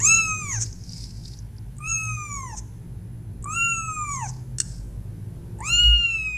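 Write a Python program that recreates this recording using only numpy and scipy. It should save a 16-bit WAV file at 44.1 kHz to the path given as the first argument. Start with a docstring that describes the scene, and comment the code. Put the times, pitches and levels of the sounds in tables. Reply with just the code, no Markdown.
"""A kitten gives four thin, high meows in tall grass by a wall; three end in a short hiss.
Each meow is a stack of vocal-fold partials through throat and mouth resonances: it scoops up, flares,
sags and drops. The mouth ticks open, grass rustles, a stalk snaps once, traffic rumbles far away.
A weak copy leads the near sounds and the rumble, so gliding partials flutter and the rumble is hollow."""
import sys
import numpy as np
from scipy import signal
from scipy.fft import rfft, irfft, next_fast_len
from scipy.io import wavfile
from scipy.ndimage import map_coordinates

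SR = 44100
rng = np.random.default_rng(int(sys.argv[2]) if len(sys.argv) > 2 else 0)


def unload_wav(signal):
    """Save mono or channel-first audio to the path in sys.argv[1] as 16-bit WAV at rate SR, clipped to [-1, 1]."""
    wavfile.write(
        sys.argv[1],
        SR,
        np.round(np.clip(np.atleast_2d(signal).T, -1, 1) * 32767).astype(np.int16),
    )


N = 281213

# Pitch contours, one list per meow. Each point: time in seconds, pitch in Hz.
MEOW_PITCH = [
    [(0.002, 870.3), (.027, 1076), (.081, 1304), (.17, 1338), (.3, 1271), (.405, 1243), (.51, 1096),
     (.569, 806.4), (.59, 754.3)],
    [(1.805, 1178), (1.895, 1341), (1.95, 1301), (2.06, 1284), (2.13, 1255), (2.28, 1178), (2.36, 1127),
     (2.47, 1005), (2.55, 837)],
    [(3.458, 1138), (3.57, 1371), (3.68, 1379), (3.8, 1322), (4.02, 1207), (4.13, 1135), (4.17, 1069),
     (4.21, 972), (4.272, 738)],
    [(5.606, 840), (5.646, 1142), (5.713, 1390), (5.82, 1444), (5.95, 1431), (6.09, 1369), (6.18, 1306),
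     (6.38, 1229)],
]


def meows():
    """Vocal folds drive partials through throat and mouth; the voice roughens as the folds slacken."""
    # Each row, one per meow: fundamental in dB, its fade in dB/s, its onset cut in dB, octave peak in dB,
    # time to that peak in seconds, swell breadth in log time, overtone onset cut in dB.
    effort = [(-28, 28, 20.5, -19, 0.14, 0.76, -5), (-42.5, -6.5, 2, -31.5, 0.12, 1.52, 12),
              (-33.5, -2, 1, -23, 0.17, 0.62, 16.5), (-33.5, 35, 4, -18, 0.23, 1.09, 11.5)]
    # Each row, one per meow: treble peak in dB, flare depth in dB, time to peak in seconds,
    # main resonance in Hz, low resonance re octave in dB, air re treble in dB,
    # second flare in dB, its scene time in seconds.
    mouth = [(-19, 15.5, .095, 6825, -14.5, -22, 5.5, .52), (-28.5, 16, 0.13, 6650, -24, -28, 10, 2.37),
             (-28.5, 11.5, 0.12, 7055, -45, -22.5, 8.5, 4.13),
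             (-26, 24.5, 0.086, 7070, -12.5, -19, 8.5, 6.13)]
    # Low and high throat and mouth resonances. Each row: centre in Hz, width in Hz.
    throat = [(4750, 750), (8750, 800)]
    taut_hz, slack_range_hz = 1270, 384
    rise_s, attack_s, release_s, second_half_s = 0.055, 0.03, 0.044, 0.046
    jaw_drop_hz, jaw_s, main_width_hz = 609, 0.08, 730
    swell_db, slack_cut_db, release_db, rasp_db = 18.5, 4.5, 1.5, 7.5
    ring_hz, ring_db, buzz_db, flutter_db = 12800, -74.5, -38, 2

    pitch_hz, = curves([point for meow in MEOW_PITCH for point in meow])
    start_s, end_s = per_meow([(meow[0][0], meow[-1][0]) for meow in MEOW_PITCH])
    base_db, fade_db_per_s, weak_db, peak_db, peak_s, breadth, soft_db = per_meow(effort)
    treble_db, flare_db, flare_s, open_hz, nasal_db, air_db, second_db, second_s = per_meow(mouth)
    age_s = np.clip(clock(), start_s, end_s) - start_s
    left_s = end_s - start_s - age_s
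    slack = np.clip((taut_hz - pitch_hz) / slack_range_hz, 0, 1)
    closing = slack * np.exp(-left_s / jaw_s)
    envelope = gate(start_s, end_s, fade_s=0.0013) * amp(-release_db * np.exp(-left_s / release_s) * slack)

    # The treble flares as the mouth opens; the main resonance sinks as the jaw closes.
    first_db = base_db - fade_db_per_s * age_s - weak_db * np.exp(-age_s / rise_s) - slack_cut_db * closing
    onset_db = soft_db * np.exp(-age_s / attack_s)
    octave_db = peak_db - onset_db - swell_db * (1 - swell(age_s, peak_s, breadth)) - slack_cut_db * slack
    dull_db = flare_db * (1 - swell(age_s, flare_s, breadth=0.99))
    main_db = treble_db - 1.8 * onset_db - dull_db + second_db * bump(second_s, 0, second_half_s)
    main_hz = open_hz - jaw_drop_hz * closing
    low_db = octave_db + nasal_db - 0.59 * dull_db + 7 * slack
    high_db = -45.5 - 0.74 * dull_db

    jitter = 0.0025 * wobble(45) + (0.0018 + 0.008 * slack) * wobble(450)
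    phase = 2 * np.pi * np.cumsum(pitch_hz * (1 + jitter)) / SR
    k = np.arange(1, 13)[:, None]
    partial_hz, upper = k * pitch_hz, k > 2
    power = (amp(ring_db) * resonance(partial_hz, ring_hz, width_hz=800)) ** 2
    power += amp(main_db + buzz_db) ** 2 * upper
    # Each resonance feeds the nearest partials and weakens when none is close.
    for (hz, width_hz), db in zip(throat + [(main_hz, main_width_hz)], [low_db, high_db, main_db]):
        share = upper * resonance(partial_hz, hz, width_hz) ** 2
        total = share.sum(axis=0)
        power += amp(db) ** 2 * share / (total + 0.45 * np.sqrt(total))
    gains = np.sqrt(power)
    gains[:2] += amp([first_db, octave_db])
    gains[2] += amp(octave_db - 9) * slack ** 4 + amp(low_db - 14.5)
    gains[2:] *= amp(flutter_db * np.array([wobble(14) for _ in gains[2:]]))
    unsteady_db = 0.4 + 1.9 * slack + 1.1 * upper
    shimmer = amp(np.array([1.73 * wobble(35) + db * wobble(220) for db in unsteady_db]))
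    voice = np.sqrt(2) * np.sum(gains * shimmer * np.sin(k * phase), axis=0)

    # Air escapes once a cycle, as the folds part.
    air = noise([(1000, -9), (2200, -16), (3300, -14.5), (5000, -11), (6800, -0.5), (8500, -8),
                 (11000, -14), (12000, -26), (14000, -30)])
    breath = amp(main_db + air_db + rasp_db * slack) * air * (1 + 0.5 * np.cos(phase))
    return envelope * (voice + breath)


def hisses():
    """Air spits through the closing mouth after the voice stops."""
    # Each row: centre in seconds, level in dB, half length in seconds.
    puffs = [(0.624, -23.5, 0.017), (2.582, -31.5, 0.013), (4.292, -35.5, 0.013)]
    # Each row: frequency in Hz, level in dB.
    spectrum = [(900, -37), (1600, -21.5), (3500, -28), (4600, -26), (5500, -1.5), (6500, 3), (7800, -7),
                (8800, -13), (9800, -31.5), (14000, -39.5)]
    return sum(bump(*puff) for puff in puffs) * noise(spectrum) * amp(1.8 * wobble(500))


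def lip_ticks():
    """The mouth ticks as it opens for the last three meows."""
    # Each row: start in seconds, level in dB, pitch in Hz.
    openings = [(1.7838, -32.5, 8140), (3.4426, -23, 7750), (5.6047, -31, 8270)]
    return ticks(openings, t60_s=0.022, width_hz=1100, gain_db=-2)


def stalk_snap():
    """A stalk breaks: a sharp crack, then a small tick."""
    # Each row: start in seconds, level in dB, t60 in seconds.
    cracks = [(4.6015, -6.5, 0.02), (4.6145, -24, .025)]
    # Each row: frequency in Hz, level in dB.
    spectrum = [(530, -74.5), (900, -83), (1510, -10.5), (2450, -29.5), (2820, -6.5), (3360, -33),
                (3700, -9.5), (4010, -23), (4360, -5), (5080, -12.5), (5450, -2.5), (7670, -3.5),
                (8630, 3.5), (9590, -19.5), (15000, -40.5)]
    return noise(spectrum) * sum(amp(db) * strike(s, t60_s, attack_s=0.00087) for s, db, t60_s in cracks)


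def grass_rustle():
    """Blades slide over fur in uneven grains; a few flick free each time the kitten shifts."""
    # Each row: centre in seconds, level in dB, half length in seconds.
    shifts = [(.66, -47.5, .04), (.8, -60, 0.11), (0.997, -42, 0.1), (1.268, -49, 0.11),
              (4.322, -55.5, 0.077), (4.723, -53, 0.078)]
    # Each row: frequency in Hz, level in dB.
    spectrum = [(1200, -45), (2200, -21), (3300, -27), (4200, -12), (5050, 0), (6200, -12), (8000, -14),
                (10000, -23), (14000, -35)]
    crackle_hz, log_spread = 5640, 0.13
    grains = sum(noise(spectrum) * amp(4 * wobble(120)) for _ in range(2))
    sliding = sum(bump(*shift) for shift in shifts) * unit(grains)
    crackle = [(s + half_s * when / 2, db + 3 * strength, crackle_hz * np.exp(log_spread * pitch))
               for s, db, half_s in shifts for when, strength, pitch in rng.standard_normal(size=(7, 3))]
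    return sliding + ticks(crackle, t60_s=0.024, width_hz=700, gain_db=-8)


def grass_flicks():
    """Single blades flick, louder than the rustle."""
    # Each row: start in seconds, level in dB, pitch in Hz.
    flicks = [(0.728, -26, 5850), (0.837, -29.5, 5580), (0.893, -25.5, 5270), (0.933, -20.5, 5350),
              (1.04, -26, 5000), (1.255, -26, 4500), (1.336, -31.5, 4590), (1.389, -28, 6010),
              (1.583, -37, 5000), (4.158, -27, 5400), (5.835, -24, 4400)]
    return ticks(flicks, t60_s=0.024, width_hz=800, gain_db=-5)


def wall_echo(x):
    """Wall and yard return a faint diffuse tail."""
    # Each row: frequency in Hz, t60 in seconds.
    decay = [(500, 0.39), (2000, 0.47), (6000, 0.69), (12000, 0.77)]
    # Each row: frequency in Hz, reflected level in dB.
    reflection = [(1300, -8), (3000, -19.5), (6000, -17.5), (12000, -19.5)]
    hz, t, spectra = signal.stft(rng.standard_normal(SR // 2), SR, nperseg=256)
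    tail = signal.istft(spectra * amp(-60 * t / along(decay, hz)[:, None]), SR, nperseg=256)[1]
    wet = signal.fftconvolve(x, tail / np.linalg.norm(tail))[:N]
    return filtered(wet, lambda hz: amp(along(reflection, hz)))


def traffic_rumble():
    """Far traffic: a hollow rumble with one deep surge and a faint hiss."""
    # Each row: time in seconds, deep level in dB, body level in dB, upper part re body in dB.
    levels = [(0, -44.5, -34, 5), (.6, -44.5, -37, -0.5), (1.3, -44.5, -40, -2), (2.3, -42, -40, 3.5),
              (3.2, -46.5, -36.5, 1.5), (4.4, -43.5, -40, 2.5), (5.75, -42, -36.5, 4.5), (6.1, -46, -43, 2)]
    # Deep surge: centre in seconds, level in dB, half length in seconds.
    surge = (5.85, -30, .08)
    # Three noise spectra. Each row: frequency in Hz, level in dB.
    deep_spectrum = [(25, -61), (38, -13.5), (50, 16), (68, 2), (85, 11.5), (110, -38)]
    body_spectrum = [(70, -10.5), (95, 5.5), (125, -0.5), (150, -4), (200, -10), (280, -19), (350, -20.5),
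                     (480, -29), (800, -41), (1500, -48), (3000, -89)]
    air_spectrum = [(600, 0.5), (900, 5.5), (1200, -8), (1550, -0.5), (2300, -6.5), (4200, -14),
                    (6000, -18), (9000, -22), (11000, 1.5), (11800, -21), (14000, -31), (14600, -55.5)]
    deep_db, body_db, upper_db = curves(levels)
    body = noise(body_spectrum)
    upper = filtered(body, lambda hz: np.clip((hz - 250) / 150, 0, 1))
    body = body + upper * (amp(upper_db + 2 * wobble(4)) - 1)
    deep = (amp(deep_db) + bump(*surge)) * noise(deep_spectrum)
    air = amp(-62.5) * noise(air_spectrum)
    return amp(-2) * doubled(deep + amp(body_db) * body + air, copy_db=-1)


def far_engines():
    """Distant engines hum, swell and fade."""
    # Each row: centre in seconds, level in dB, half length in seconds, pitch in Hz.
    engines = [(0.566, -30.5, 0.073, 113), (1.25, -42.5, 1, 133.2), (2.06, -34.5, 0.19, 114.5),
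               (4.79, -31, 0.11, 50.1), (4.948, -39.5, 0.98, 126.7), (5.103, -35, 0.33, 100.6),
               (5.871, -24, 0.096, 56), (6.306, -33, 0.31, 54.26)]
    return sum(bump(s, db, half_s) * tone(hz, waver_hz=1.105) for s, db, half_s, hz in engines)


def whine():
    """A thin, barely audible wavering tone."""
    return amp(-82) * tone(hz=1570, waver_hz=8)


def ticks(rows, t60_s, width_hz, gain_db):
    """Tiny contacts, each ringing briefly in a noise band round its pitch."""
    out, t = np.zeros(N + SR), np.arange(SR // 16) / SR
    envelope = (1 - np.exp(-t / 0.00019)) * amp(-60 * t / t60_s)
    for s, db, hz in rows:
        band = np.exp(-((np.fft.rfftfreq(len(t), 1 / SR) - hz) / width_hz) ** 2)
        ring = unit(irfft(rfft(rng.standard_normal(len(t))) * band, len(t))) * envelope
        out[round(s * SR):][:len(t)] += amp(db + gain_db) * ring / np.abs(ring).max()
    return out[:N]


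def doubled(x, copy_db, lead_s=0.0174):
    """Comb filter: a weaker copy runs just ahead of the sound."""
    return filtered(x, lambda hz: 1 + amp(copy_db) * np.exp(2j * np.pi * hz * lead_s))


def per_meow(rows):
    """One row per meow to per-sample columns, switching mid-pause."""
    pauses_s = [(before[-1][0] + after[0][0]) / 2 for before, after in zip(MEOW_PITCH, MEOW_PITCH[1:])]
    return np.array(rows, float)[np.searchsorted(pauses_s, clock())].T


def resonance(hz, centre_hz, width_hz):
    """Flat-topped band gain, 1 at the centre."""
    return 1 / (1 + np.square(np.square((hz - centre_hz) / width_hz)))


def swell(age_s, peak_s, breadth, flatness=3.1):
    """0 to 1 and back: quick rise to peak_s, slow release."""
    return np.exp(-np.abs(np.log((age_s + 1e-6) / peak_s) / breadth) ** flatness)


def bump(s, db, half_s):
    """Bell-shaped envelope peaking at s."""
    return amp(db) * np.exp(-((clock() - s) / half_s) ** 2)


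def strike(s, t60_s, attack_s):
    """Fast rise at s, exponential decay."""
    t = np.maximum(clock() - s, 0)
    return (1 - np.exp(-t / attack_s)) * amp(-60 * t / t60_s)


def gate(start_s, end_s, fade_s):
    """1 from start to end, linear fades outside."""
    return np.clip(1 + np.minimum(clock() - start_s, end_s - clock()) / fade_s, 0, 1)


def tone(hz, waver_hz):
    """Sine of rms 1, wavering in pitch and level."""
    phase = 2 * np.pi * np.cumsum(hz + waver_hz * wobble(5.9)) / SR
    return unit(np.sin(phase) * amp(6.4 * wobble(4.7)))


def noise(spectrum):
    """Noise of rms 1, coloured by (Hz, dB) points."""
    return unit(filtered(rng.standard_normal(N), lambda hz: amp(along(spectrum, hz))))


def wobble(rate_hz):
    """Smooth random curve, rate_hz knots a second."""
    knots = np.random.default_rng(rng.integers(2 ** 31)).standard_normal(int(N * rate_hz / SR) + 4)
    return map_coordinates(knots, [clock() * rate_hz])


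def filtered(x, response):
    """Apply a frequency response."""
    size = next_fast_len(N + 8192)
    return irfft(rfft(x, size) * response(np.fft.rfftfreq(size, 1 / SR)), size)[..., :N]


def curves(rows):
    """Per-sample curve for each column after the time."""
    s, *columns = np.transpose(rows)
    return [np.interp(clock(), s, column) for column in columns]


def along(points, hz):
    """Interpolate (Hz, value) points on a log axis."""
    knots_hz, values = np.transpose(points)
    return np.interp(np.log(hz + 1e-6), np.log(knots_hz), values)


def clock():
    """Sample times in seconds."""
    return np.arange(N) / SR


def unit(x):
    """Scale to rms 1."""
    return x / np.sqrt(np.mean(x ** 2) + 1e-20)


def amp(db):
    """Decibels to gain."""
    return 10 ** (np.asarray(db) / 20)


def scene():
    """All sources centred; only traces of treble echo and hiss differ between the ears."""
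    near = meows() + hisses() + stalk_snap() + grass_rustle() + lip_ticks() + grass_flicks()
    centre = doubled(near + wall_echo(near), copy_db=-11.5) + traffic_rumble() + far_engines() + whine()
    # Side spectra. Each row: frequency in Hz, level in dB.
    echo_tilt = [(2000, -69), (5000, -30), (8000, -52), (11000, -2.5)]
    hiss_tilt = [(2000, -57.5), (4000, -14), (7000, -4), (11000, 4.5), (14000, -9), (14600, -45.5)]
    side = filtered(wall_echo(near), lambda hz: amp(along(echo_tilt, hz))) + amp(-70) * noise(hiss_tilt)
    return np.array([centre + side, centre - side])


def record(dry, top_hz=14450):
    """Brick-wall low-pass."""
    return filtered(dry, lambda hz: hz < top_hz)


dry = scene()
out = record(dry)
unload_wav(out)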